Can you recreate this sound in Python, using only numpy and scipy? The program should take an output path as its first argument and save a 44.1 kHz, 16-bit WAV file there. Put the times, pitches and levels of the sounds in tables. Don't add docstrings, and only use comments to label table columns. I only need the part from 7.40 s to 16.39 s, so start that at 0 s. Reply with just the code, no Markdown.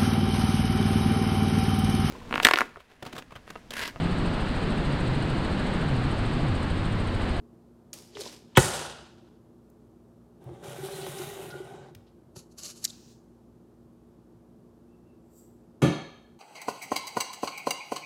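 import sys
import numpy as np
from scipy import signal
from scipy.fft import rfft, irfft, next_fast_len
from scipy.io import wavfile
from scipy.ndimage import uniform_filter1d

SR = 44100
rng = np.random.default_rng(int(sys.argv[2]) if len(sys.argv) > 2 else 0)


def dump(signal):
    limited = np.clip(np.atleast_2d(signal).T, -1, 1)
    pcm = np.round(limited * 32767).astype(np.int16)
    wavfile.write(sys.argv[1], SR, pcm)


def makeup_ratio(level_db):
    decades = np.asarray(level_db, float) / 20
    return 10 ** decades


N = 396459

# (time [s], peak [dB], contact [ms], slap share [dB])
KNOCKS = [
    (0.769, -28, 0.34, 14),
    (1.1713, 8, 0.23, -47),
    (1.1754, 3, 0.4, -5),
    (1.1791, 2.5, 0.6, 5.5),
    (1.193, -12, 0.9, -2),
    (3.09, -37, 0.91, 7),
    (3.104, -36, 0.89, -10),
    (3.114, -55, 0.66, 1),
    (4.96, -32.5, 0.69, -14),
]


def level(x, db):
    return x * makeup_ratio(db) / np.sqrt(np.mean(x ** 2) + 1e-30)


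def colour(x, points):
    hz, db = np.transpose(points)
    grid = np.linspace(1, SR / 2, 2049)
    cep = irfft(np.log(makeup_ratio(np.interp(np.log(grid), np.log(hz), db))))
    cep[1:2048] *= 2
    cep[2049:] = 0
    return signal.oaconvolve(x, irfft(np.exp(rfft(cep))))[:len(x)]


def band(x, lo_hz, hi_hz):
    return signal.sosfilt(signal.butter(2, [lo_hz, min(hi_hz, SR / 2.2)], "bandpass", fs=SR, output="sos"), x)


def lows(x, hz):
    return signal.sosfiltfilt(signal.butter(2, hz, fs=SR, output="sos"), x)


def ring(x, hz, t60):
    pole = np.exp(2j * np.pi * hz / SR - np.log(1000) / (t60 * SR))
    return signal.lfilter([0, pole.imag], [1, -2 * pole.real, abs(pole) ** 2], x)


def walk(size, rate):
    hold = int(SR / rate)
    steps = np.repeat(rng.standard_normal(size // hold + 1), hold)
    return 1.5 * uniform_filter1d(steps, hold)[:size]


def grains(size, rate, spread_db):
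    chance = rng.random((2, size))
    height = makeup_ratio(-spread_db * np.log(chance[1] + 1e-4)) * np.sqrt(SR / rate)
    clicks = (chance[0] < rate / SR) * height
    return rng.standard_normal(size) * (1 + .5 * clicks)


def patchy(x, rate, depth_db):
    size = next_fast_len(len(x))
    spectrum = rfft(x, size)
    place = 4 * np.log2(np.maximum(np.arange(len(spectrum)) * SR / size, 500) / 500)
    out = np.zeros(len(x))
    for k in range(22):
        patch = irfft(spectrum * np.clip(1 - abs(place - k), 0, 1), size)[:len(x)]
        out += patch * makeup_ratio(depth_db * walk(len(x), rate))
    return out


def add(out, start, x):
    x = x[:len(out) - start]
    out[start:start + len(x)] += x


def push(ms):
    size = max(int(ms * SR / 1000), 1)
    force = np.sin(np.pi * (np.arange(size) + .5) / size)
    return force / force.sum()


def two_bands(x, db, treble_db, lo_hz, hz):
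    low, top = lows(x, hz), x - lows(x, 11500)
    high = x - low - top + top * makeup_ratio(.5 * np.minimum(treble_db + 5.5, 0))
    return makeup_ratio(db) * (low / np.std(band(x, lo_hz, hz)) + makeup_ratio(treble_db) * high / np.std(x - low))


def surges(table):
    start = int(table[0][0] * SR) - SR // 5
    s, db, rise, fall, *extra = np.transpose(table)[:, :, None]
    late = ((start + np.arange(SR)) / SR - s) * 1000
    drop = 20 * np.where(late < 0, -late / rise, late / fall)
    power = makeup_ratio(2 * np.maximum(db - drop, -200))
    total = power.sum(axis=0)
    return start, 10 * np.log10(total), [(power * e).sum(axis=0) / total for e in extra]


def snaps(table, share):
    out, t = np.zeros(N), np.arange(SR // 4) / SR * 1000
    spread = 1 + max(share, .03)
    for s, db, hz, rise, fall in table:
        onset = (t / max(rise, .05)) ** 2
        decay = np.exp(-(np.maximum(t - rise, 0) / max(fall, .3)) ** 1.4)
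        burst = np.where(t < rise, onset, decay) * grains(len(t), rate=2100, spread_db=2.0)
        burst = band(burst, hz / spread, hz * spread)
        burst = band(burst, hz / spread ** 0.58, hz * spread ** 1.1)
        add(out, int(s * SR), makeup_ratio(db) * burst / abs(burst).max())
    return out


def bumps(table, t60, ms, gain_db):
    out, click = np.zeros(N), np.eye(1, SR // 4)[0]
    t = np.arange(int(ms * SR / 1000)) / SR
    for s, db, hz in table:
        shake = np.hanning(len(t)) * np.cos(2 * np.pi * hz * t) / (len(t) / 4)
        add(out, int(s * SR), makeup_ratio(db + gain_db) * np.convolve(ring(click, hz, t60), shake))
    return out


def knocks():
    # (frequency [Hz], width [Hz], level [dB])
    top_modes = [(129, 150, 2), (374, 51, -0.5), (528, 57, -7.5), (926.3, 200, -12), (1320, 49, -10),
                 (1468.6, 88.6, -13), (1800, 95, -11), (2229, 74, -14.5), (2590, 58, -13), (2970, 26, -16),
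                 (3189, 39, -15), (3974, 49, -18)]
    bend_ms = 3
    size = next_fast_len(SR // 2)
    click = np.eye(1, size)[0]
    body = band(sum(makeup_ratio(db) * w * ring(click, f, 4.3 / w) for f, w, db in top_modes), 98, 9000)
    body = body / abs(body).max()
    bend = np.exp(-4j * np.pi * bend_ms * np.sqrt(np.arange(size // 2 + 1) * SR / size / 1000))
    out = np.zeros(N)
    for s, db, ms, slap_db in KNOCKS:
        slap = makeup_ratio(slap_db) * band(click, 400, 5000) / 0.064
        blow = np.convolve(body + slap, push(max(ms, .05)))[:size]
        blow = irfft(rfft(blow) * bend, size)[:size // 2]
        add(out, int((s - .0008) * SR), makeup_ratio(db - 4) * blow / abs(blow).max())
    return out


def legs():
    # (frequency [Hz], level [dB], t60 [s])
    frame = [(67, -41.5, 1.0), (94, -39, 0.99), (150.46, -34, .9)]
    click = np.eye(1, N, int(KNOCKS[3][0] * SR))[0]
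    return sum(makeup_ratio(db) * ring(click, f, t60) for f, db, t60 in frame)


def bottle_skin():
    # (time [s], peak [dB], centre [Hz], rise [ms], fall [ms])
    ticks = [
        (.531, -34.5, 1800, 0.41, 3.1),
        (.5354, -27.5, 7700, 0.31, 2.4),
        (1.1505, -31, 1640, 2.8, 24),
        (2.2994, -54.5, 9020, 0.45, 3.7),
        (3.0385, -54.5, 8990, 2.05, 5.7),
        (3.091, -55, 900, 0.54, 6),
        (4.5486, -41.5, 2450, 0.86, 4),
        (4.5486, -42, 8840, 0.92, 3),
    ]
    crinkles = [(.5307, -28, 5700, .13, 2.1), (.7505, -36, 2901, 1.5, 7.4), (.7695, -38.5, 2004, .3, 2.2),
                (.803, -35, 6500, 9, 9), (.805, -34.5, 4194, 8, 14), (.806, -33, 426, 7, 12),
                (.832, -35.5, 4518, 4, 5.5), (.854, -31, 4200, 2.2, 5), (.854, -36.5, 496.7, 3, 7),
                (.872, -34, 4204, 3, 6), (4.66, -61.5, 3461, 9.6, 25), (3.6, -38, 3300, 16, 43),
                (3.778, -37, 4270, 6.6, 8), (4.1, -41, 3870, 5, 13)]
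    crush = [
        (1.1675, -8, 2950, 3.6, 3.5),
        (1.1705, -5, 7790, 2.5, 2.5),
        (1.1715, -11.5, 11500, 1.5, 8),
        (1.172, -13, 5500, 2, 9),
        (1.179, -11, 3200, 1.6, 3.3),
        (1.175, -14.5, 8500, 2, 6.3),
        (1.178, -12, 7800, 3.4, 6),
        (1.3, -43, 15000, 1.5, 8),
    ]
    squeaks = [
        (3.5174, -47, 4126, .8, 42.12),
        (4.08, -44, 1437, 7.3, 90),
        (4.24, -53.5, 1501, 34, 158),
        (7.44, -75, 2650, 89, 50),
        (7.63, -73, 2678, 57, 40),
    ]
    creaks = [(1.156, -22.5, 3050, 7.06, 12), (1.157, -29, 7600, 8, 9), (1.159, -34, 5900, 5, 8),
              (1.159, -34.5, 999, 4, 5), (1.171, -12, 1800, 3, 12), (1.194, -25.5, 6600, 6, 30),
              (1.216, -28.5, 1800, 5, 18), (.749, -37, 425.2, 3, 8), (.7705, -34, 400, 2, 16),
              (.853, -41, 950, 3, 8), (.773, -44, 5560, 4, 12), (.81, -35.5, 4000, 6, 6)]
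    out = snaps(ticks, 1.5) + snaps(crinkles, 0.54) + snaps(crush, .4)
    return out + snaps(squeaks, 0.034) + snaps(creaks, 0.11)


def water():
    # (time [s], level [dB], rise [ms], fall [ms], hollowness [0-1])
    slosh = [
        (.539, -42.5, 1, 7, 0),
        (.543, -52.5, 2, 230, .05),
        (.776, -49.5, 70, 40, 0.7),
        (.81, -43, 36, 78, 0.2),
        (.862, -44, 60, 82, 0.4),
        (.928, -53, 90, 130, .3),
    ]
    # (time [s], level [dB], rise [ms], fall [ms])
    splash = [
        (1.192, -22.5, 3, 280),
        (1.36, -35, 160, 240),
    ]
    # (frequency [Hz], density [dB per Hz])
    slosh_colour, spray_colour = [(290, -32), (500, -3.5), (613, -3.5), (880, -7.5), (974, -3.5),
                                  (1060, -8), (1460, -11.5), (4660, -5.5), (5090, -4.5), (12900, -21),
                                  (16000, -32.5)], [(150, -41), (250, -9), (273, -12), (360, -5.5), (429, -5),
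                                                 (802, -3.5), (1240, -9), (1350, -2.5), (2160, -16),
                                                 (2860, -8.5), (5830, -14), (9170, -15), (16000, -39.5)]
    out = np.zeros(N)
    start, db, (hollow,) = surges(slosh)
    treble_db, boom_db = -1 - 21.5 * hollow, -14 + 24.5 * hollow
    fizz = colour(grains(len(db), rate=900, spread_db=1.0), slosh_colour) * makeup_ratio(.8 * walk(len(db), 46))
    boom = band(ring(rng.standard_normal(len(db)), 380, 0.014), 250, 900)
    add(out, start, two_bands(fizz, db - 1.0, treble_db, 1500, 8000))
    add(out, start, makeup_ratio(db + boom_db - 1) * level(boom, 0))
    start, db, _ = surges(splash)
    treble_db = np.maximum(-5 + 0.71 * (db + 32.0), -40)
    spray = colour(grains(len(db), rate=2200, spread_db=0.9), spray_colour) * makeup_ratio(1.7 * walk(len(db), 70))
    add(out, start, two_bands(spray, db - 3.0, treble_db, 500, 6600))
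    return out


def catches():
    # (time [s], peak [dB], pitch [Hz])
    lift = [
        (4.545, -47, 100),
    ]
    table_bumps, bottle_bumps = [(3.055, -33.5, 129), (3.273, -37.5, 131), (3.397, -36, 143),
                                 (3.538, -38, 155.5), (3.609, -40, 143), (3.684, -34.5, 141),
                                 (3.807, -40, 141.5), (3.884, -55, 145), (3.935, -60, 140),
                                 (3.985, -59, 129), (4.057, -41, 154), (4.118, -41.5, 143),
                                 (4.403, -43, 134.3), (4.503, -44, 145)], [(3.037, -51, 365), (3.084, -39.5, 348),
                                                      (3.112, -39, 335), (3.218, -44, 373),
                                                      (3.25, -37, 393), (3.319, -40.5, 469),
                                                      (3.382, -32.5, 381), (3.429, -28, 384.7),
                                                      (3.48, -32, 396), (3.529, -40, 449),
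                                                      (3.582, -32, 380.5), (3.626, -30.5, 384),
                                                      (3.673, -34, 369), (3.744, -35.5, 390),
                                                      (3.794, -27, 366.4), (3.833, -44, 387),
                                                      (3.867, -36, 401), (3.911, -35, 396),
                                                      (3.962, -38, 390), (3.99, -34.5, 374),
                                                      (4.043, -35, 380), (4.077, -40, 363),
                                                      (4.149, -33.5, 370), (4.199, -28, 374),
                                                      (4.3, -39.5, 389), (4.339, -35.5, 374),
                                                      (4.462, -43, 374), (4.508, -45, 362)]
    out = bumps(lift, .25, 20, 0)
    return out + bumps(table_bumps, 0.34, 13, -1.5) + bumps(bottle_bumps, 0.17, 8.2, -1.5)


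def cap_hiss(slips, pace):
    # (frequency [Hz], density [dB per Hz])
    varnish = [(530, -36), (900, -11.5), (1290, -6.5), (1490, -2), (1700, -16.5), (1920, -3), (2140, -12.5),
               (3040, -5), (4800, -13.5), (7310, -7.5), (9530, -4.5), (14200, -9), (16000, -16.5)]
    # (frequency [Hz], width [Hz], level [dB])
    cap = [(2375, 190, -17), (3430, 790, -29), (3740, 260, -11), (5700, 900, -19), (6600, 130, -28.5)]
    size, streak_db = len(slips), 2.2
    hiss = colour(grains(size, rate=1200, spread_db=1.1), varnish) * makeup_ratio(walk(size, 45))
    hiss = level(patchy(hiss, rate=14, depth_db=1.6), 0)
    for f, w, db in cap:
        mode = level(band(slips, f - w / 2, f + w / 2), db - 8.0)
        hiss = hiss + makeup_ratio(streak_db * walk(size, 9.1)) * mode
    rim_hz = 7000 + 3190 * pace
    rim = np.sin(2 * np.pi * np.cumsum(rim_hz) / SR) * lows(slips, 650)
    hiss = hiss + makeup_ratio(streak_db * walk(size, 12)) * level(rim, -12.5)
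    song = np.zeros(size)
    for f in 1600 * 6.5 ** rng.random(13):
        song += makeup_ratio(1.5 * streak_db * walk(size, 16.26)) * level(ring(slips, f, .017), -25)
    drift = np.cumsum(1 + .03 * walk(size, 4))
    return hiss + np.interp(drift, np.arange(size), song)


def drag():
    # (time [s], pressure as hiss [dB], speed [0-1])
    pull = [(2.995, -70, 0.5), (3.215, -65, 0.52), (3.241, -50, 0.65), (3.506, -48.5, 0.81),
            (3.52, -48, 0.92), (3.7, -48, 0.89), (3.85, -46, 0.84), (4.04, -51.5, 0.8), (4.1, -55, 0.65),
            (4.336, -59.5, 0.47), (4.5, -67.5, 0.02), (4.535, -84, 0.45)]
    # (frequency [Hz], width [Hz], level [dB])
    modes = [(143.2, 70, -11.5), (150, 38, -12.5), (383.5, 29, -4), (466, 30, -14), (596, 74, -3.5),
             (703, 34, -9.5), (785, 98, -1.5), (1080, 280, -10.5), (1532, 45, -17)]
    s, pressure, speed = np.transpose(pull)
    t = s[0] + np.arange(2 * SR) / SR
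    fade = np.clip(np.minimum(t - s[0], s[-1] - t) / 0.024, 0, 1)
    db, pace = np.interp(t, s, pressure), np.interp(t, s, speed)
    slips = grains(len(t), rate=150, spread_db=0.7) * makeup_ratio(1.2 * walk(len(t), 30))
    rings = [makeup_ratio(g_db + 1.5 * walk(len(t), 14)) * np.sqrt(w) * ring(slips, f, 2 / w) for f, w, g_db in modes]
    judder = makeup_ratio(-48 + 0.32 * (db + 51.5)) * level(band(sum(rings[:3]), 110, 690), 0)
    scrape = makeup_ratio(-45.74 + 0.6 * (db + 47)) * level(band(sum(rings[3:]), 510, 2020), 0)
    hiss = two_bands(cap_hiss(slips, pace), db - 1.5, -23.5 + 25.5 * pace, 1980, 6400)
    out = np.zeros(N)
    add(out, int(s[0] * SR), fade * (judder + scrape + hiss))
    return out


def dart():
    # (time [s], peak [dB], contact [ms])
    hits = [
        (8.4183, -28.5, 0.28),
        (8.4208, -19, 0.82),
        (8.4271, -9.5, 1.87),
        (8.4349, -5, 1.75),
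        (8.4478, -14, 1.05),
        (8.4584, -12.5, 1.4),
        (8.472, -13.5, 2.6),
        (8.484, -14.5, 2.05),
    ]
    # (frequency [Hz], level [dB], t60 [s])
    board, shelves = [(113, -17, 0.078), (145, 6, 0.11), (165, 1, 0.068), (202, -1.5, 0.062),
                      (249.3, -18.5, 0.089), (309, -1, 0.087), (397, -5, 0.03), (522, -2.5, 0.033),
                      (750, -16, 0.05), (1235, -12, .06), (1700, -24, .05), (2300, -28, .05),
                      (2650, -25, 0.056)], [(1720, -24, 0.73), (2330, -28, 0.66), (3210, -27, 0.72),
                                     (3730, -24.5, 0.53), (4270, -24, 0.61), (6250, -23.5, 0.5)]
    # (frequency [Hz], density [dB per Hz])
    slap_colour = [(350, -41), (600, -0.5), (737, -2), (931, -9), (1180, -2), (1490, -12), (1750, -8.5),
                   (1980, -18), (2310, -9.5), (3210, -12.5), (5120, -23.5), (6290, -23.5), (10700, -26),
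                   (16000, -43)]
    boom, slap, click = np.zeros(N), np.zeros(N), np.eye(1, SR)[0]
    for s, db, ms in hits:
        uneven = makeup_ratio(1.5 * rng.standard_normal(len(board)))
        body = sum(makeup_ratio(g_db) * u * ring(click, f, t60) for (f, g_db, t60), u in zip(board, uneven))
        body = np.convolve(band(body, 270, 6000), push(max(ms, .05)))[:len(click)]
        add(boom, int(s * SR), -makeup_ratio(db - 1.5) * body / abs(body).max())
    t = np.arange(len(click)) / SR
    burst = rng.standard_normal(len(t)) * np.minimum(t / 0.0031, 1) * np.exp(-t / 0.012)
    crack = colour(burst, slap_colour)
    crack = crack / abs(crack).max()
    for f, g_db, t60 in shelves:
        steel = level(band(rng.standard_normal(len(t)), f / 1.025, f * 1.025), 0)
        crack = crack + makeup_ratio(g_db - 8.5 - 60 * t / t60) * np.minimum(t / 0.0097, 1) * steel
    add(slap, int(hits[0][0] * SR), makeup_ratio(hits[0][1] + 9) * crack)
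    return boom, slap


def hand():
    # (time [s], level [dB], rise [ms], fall [ms])
    rustle = [(4.962, -50.5, 8.7, 79), (4.993, -51, 25, 22), (5.122, -63, 25, 27), (5.186, -44, 12.2, 56),
              (5.234, -49, 34, 67), (5.256, -40, 48, 73), (5.306, -44, 45, 31), (5.368, -53, 44, 90),
              (5.436, -49, 34, 18), (5.456, -37.5, 3.5, 10), (5.5, -50, 79, 40)]
    draw = [
        (5.525, -56.5, 8, 250),
        (5.72, -62.5, 630, 89),
    ]
    sleeve = [
        (7.985, -61, 104, 183),
    ]
    # (frequency [Hz], density [dB per Hz])
    flights, box, nylon = [(350, -32.5), (600, -11.5), (957, -26.5), (1130, -14), (2040, -24),
                           (2990, -12.5), (3300, -19.5), (4340, -6.5), (5050, -10), (6640, -6.5),
                           (9490, -19), (10900, -14), (16000, -37.5)], [(880, -35), (1500, -9), (2230, -18), (2440, -9.5), (3120, -9),
                                            (4120, -3), (6760, -2.5), (8830, -13), (9750, -11.5),
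                                            (10500, -22.5), (14900, -18), (16000, -22.5)], [(1760, -54), (3000, -24), (3970, -19), (4440, -27),
                                                         (4730, -4), (5140, -28), (5560, -8), (6480, -12),
                                                         (7670, 4), (9270, -15), (11400, -13), (12700, -4),
                                                         (16000, -15)]
    # (time [s], peak [dB], centre [Hz], rise [ms], fall [ms])
    dart_snaps = [(5.1846, -39, 6320, 1.03, 2.8), (5.232, -33.5, 6500, 2, 4), (4.9625, -44, 4400, 1.5, 3),
                  (5.425, -56.5, 7000, 2, 5), (5.4395, -19, 6600, 4.4, 1.2), (5.4395, -27, 4600, 1.5, 5),
                  (5.44, -39, 1800, 3.01, 14), (5.444, -18, 4700, 5.7, 2), (5.445, -21, 7300, 4.8, 2),
                  (5.44, -25, 10900, 3, 7), (5.449, -25.5, 12000, 3, 1), (5.4497, -15, 4800, 2.3, .7),
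                  (5.4497, -16, 7200, 2.5, .7), (5.4505, -28.5, 3000, 1.8, 1), (5.4545, -30, 6800, 1, 3),
                  (5.4755, -37, 4300, 1.5, 5), (5.476, -43.5, 6000, 1.5, 3), (5.498, -39, 4000, 1.2, 2.5),
                  (5.4985, -41, 7200, 1, 2), (5.502, -36, 4000, 1.8, 3), (5.502, -38, 6800, 1.8, 2)]
    out = snaps(dart_snaps, 0.23)
    start, db, _ = surges(rustle)
    crackle = patchy(colour(grains(len(db), rate=1500, spread_db=1.0), flights), rate=30, depth_db=.8)
    add(out, start, two_bands(crackle, db - .3, -7, 3200, 8470))
    for strokes, surface in (draw, box), (sleeve, nylon):
        start, db, _ = surges(strokes)
        rub = patchy(colour(rng.standard_normal(len(db)), surface), rate=25, depth_db=0.8)
        add(out, start, makeup_ratio(db) * level(rub, 0))
    return out


def garage(x):
    # (frequency [Hz], t60 [s])
    decay = [(60, 0.39), (130, 0.36), (300, 0.51), (700, 0.68), (2000, 0.64), (4000, 0.66), (8000, 0.46),
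             (14000, 0.21)]
    t = np.arange(SR) / SR
    hz, t60 = np.transpose(decay)
    tail = np.zeros(SR)
    for f in 50 * 2 ** np.arange(0, 8.6, .5):
        fall = makeup_ratio(-60 * t / np.interp(np.log(f), np.log(hz), t60))
        tail += band(rng.standard_normal(SR), f / 1.2, f * 1.2) * fall
    tail = tail * (1 - np.exp(-(t / 0.0026) ** 2))
    tail = tail * makeup_ratio(-60 * (t / .95) ** 6)
    return signal.oaconvolve(x, tail / np.sqrt(np.sum(tail ** 2)))[:N]


def background():
    # (frequency [Hz], level [dB])
    hum_lines = [(59.2, -66), (118.4, -66.5), (177.6, -69), (209.9, -71), (236.9, -59), (355.3, -68.5),
                 (522.2, -78)]
    # (frequency [Hz], density [dB per Hz])
    air = [(20, -44), (48, -15), (146, -7), (241, -9), (270, -14), (347, -3.5), (388, -15), (422, -8),
           (485, -21), (527, -17), (1150, -28), (2080, -42.5), (13500, -48.5), (16000, -59)]
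    t = np.arange(N) / SR
    hum = np.zeros(N)
    for f, db in hum_lines:
        hum += makeup_ratio(db + 0.87 + 0.8 * walk(N, 9)) * np.sin(2 * np.pi * (f * t + rng.random()))
    return hum + level(colour(rng.standard_normal(N), air), -57)


def scene():
    # (time [s], level [dB])
    bottle_wet = [
        (.5, -12),
        (1.1, -17),
        (1.3, -11),
        (4.5, -12),
    ]
    bottle = knocks() + legs() + bottle_skin() + water() + catches() + drag()
    fingers = hand()
    boom, slap = dart()
    wet_db = np.interp(np.arange(N) / SR, *np.transpose(bottle_wet))
    sent = makeup_ratio(wet_db) * bottle + makeup_ratio(-30.5) * fingers
    sent = sent + makeup_ratio(-7.5) * boom + makeup_ratio(4) * slap
    return (bottle + fingers + boom + slap + garage(sent) + background())[None]


def follow(x, release_db):
    ramp = release_db * np.arange(len(x)) / SR
    peak = np.maximum.accumulate(20 * np.log10(abs(x) + 1e-9) + ramp) - ramp
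    return uniform_filter1d(peak, size=128)


def low_pass(x):
    return signal.sosfilt(signal.butter(12, 16830, fs=SR, output="sos"), x)


def record(dry):
    x = signal.sosfilt(signal.butter(3, 45, "highpass", fs=SR, output="sos"), dry)
    limit_db = -7.5
    x = x * makeup_ratio(-.3 * np.maximum(follow(x[0], release_db=61) - limit_db, 0))
    x = signal.sosfilt(signal.ellip(8, .2, 50, 15800, fs=SR, output="sos"), np.tanh(x))
    return low_pass(x)


dry = scene()
out = record(dry)
dump(out)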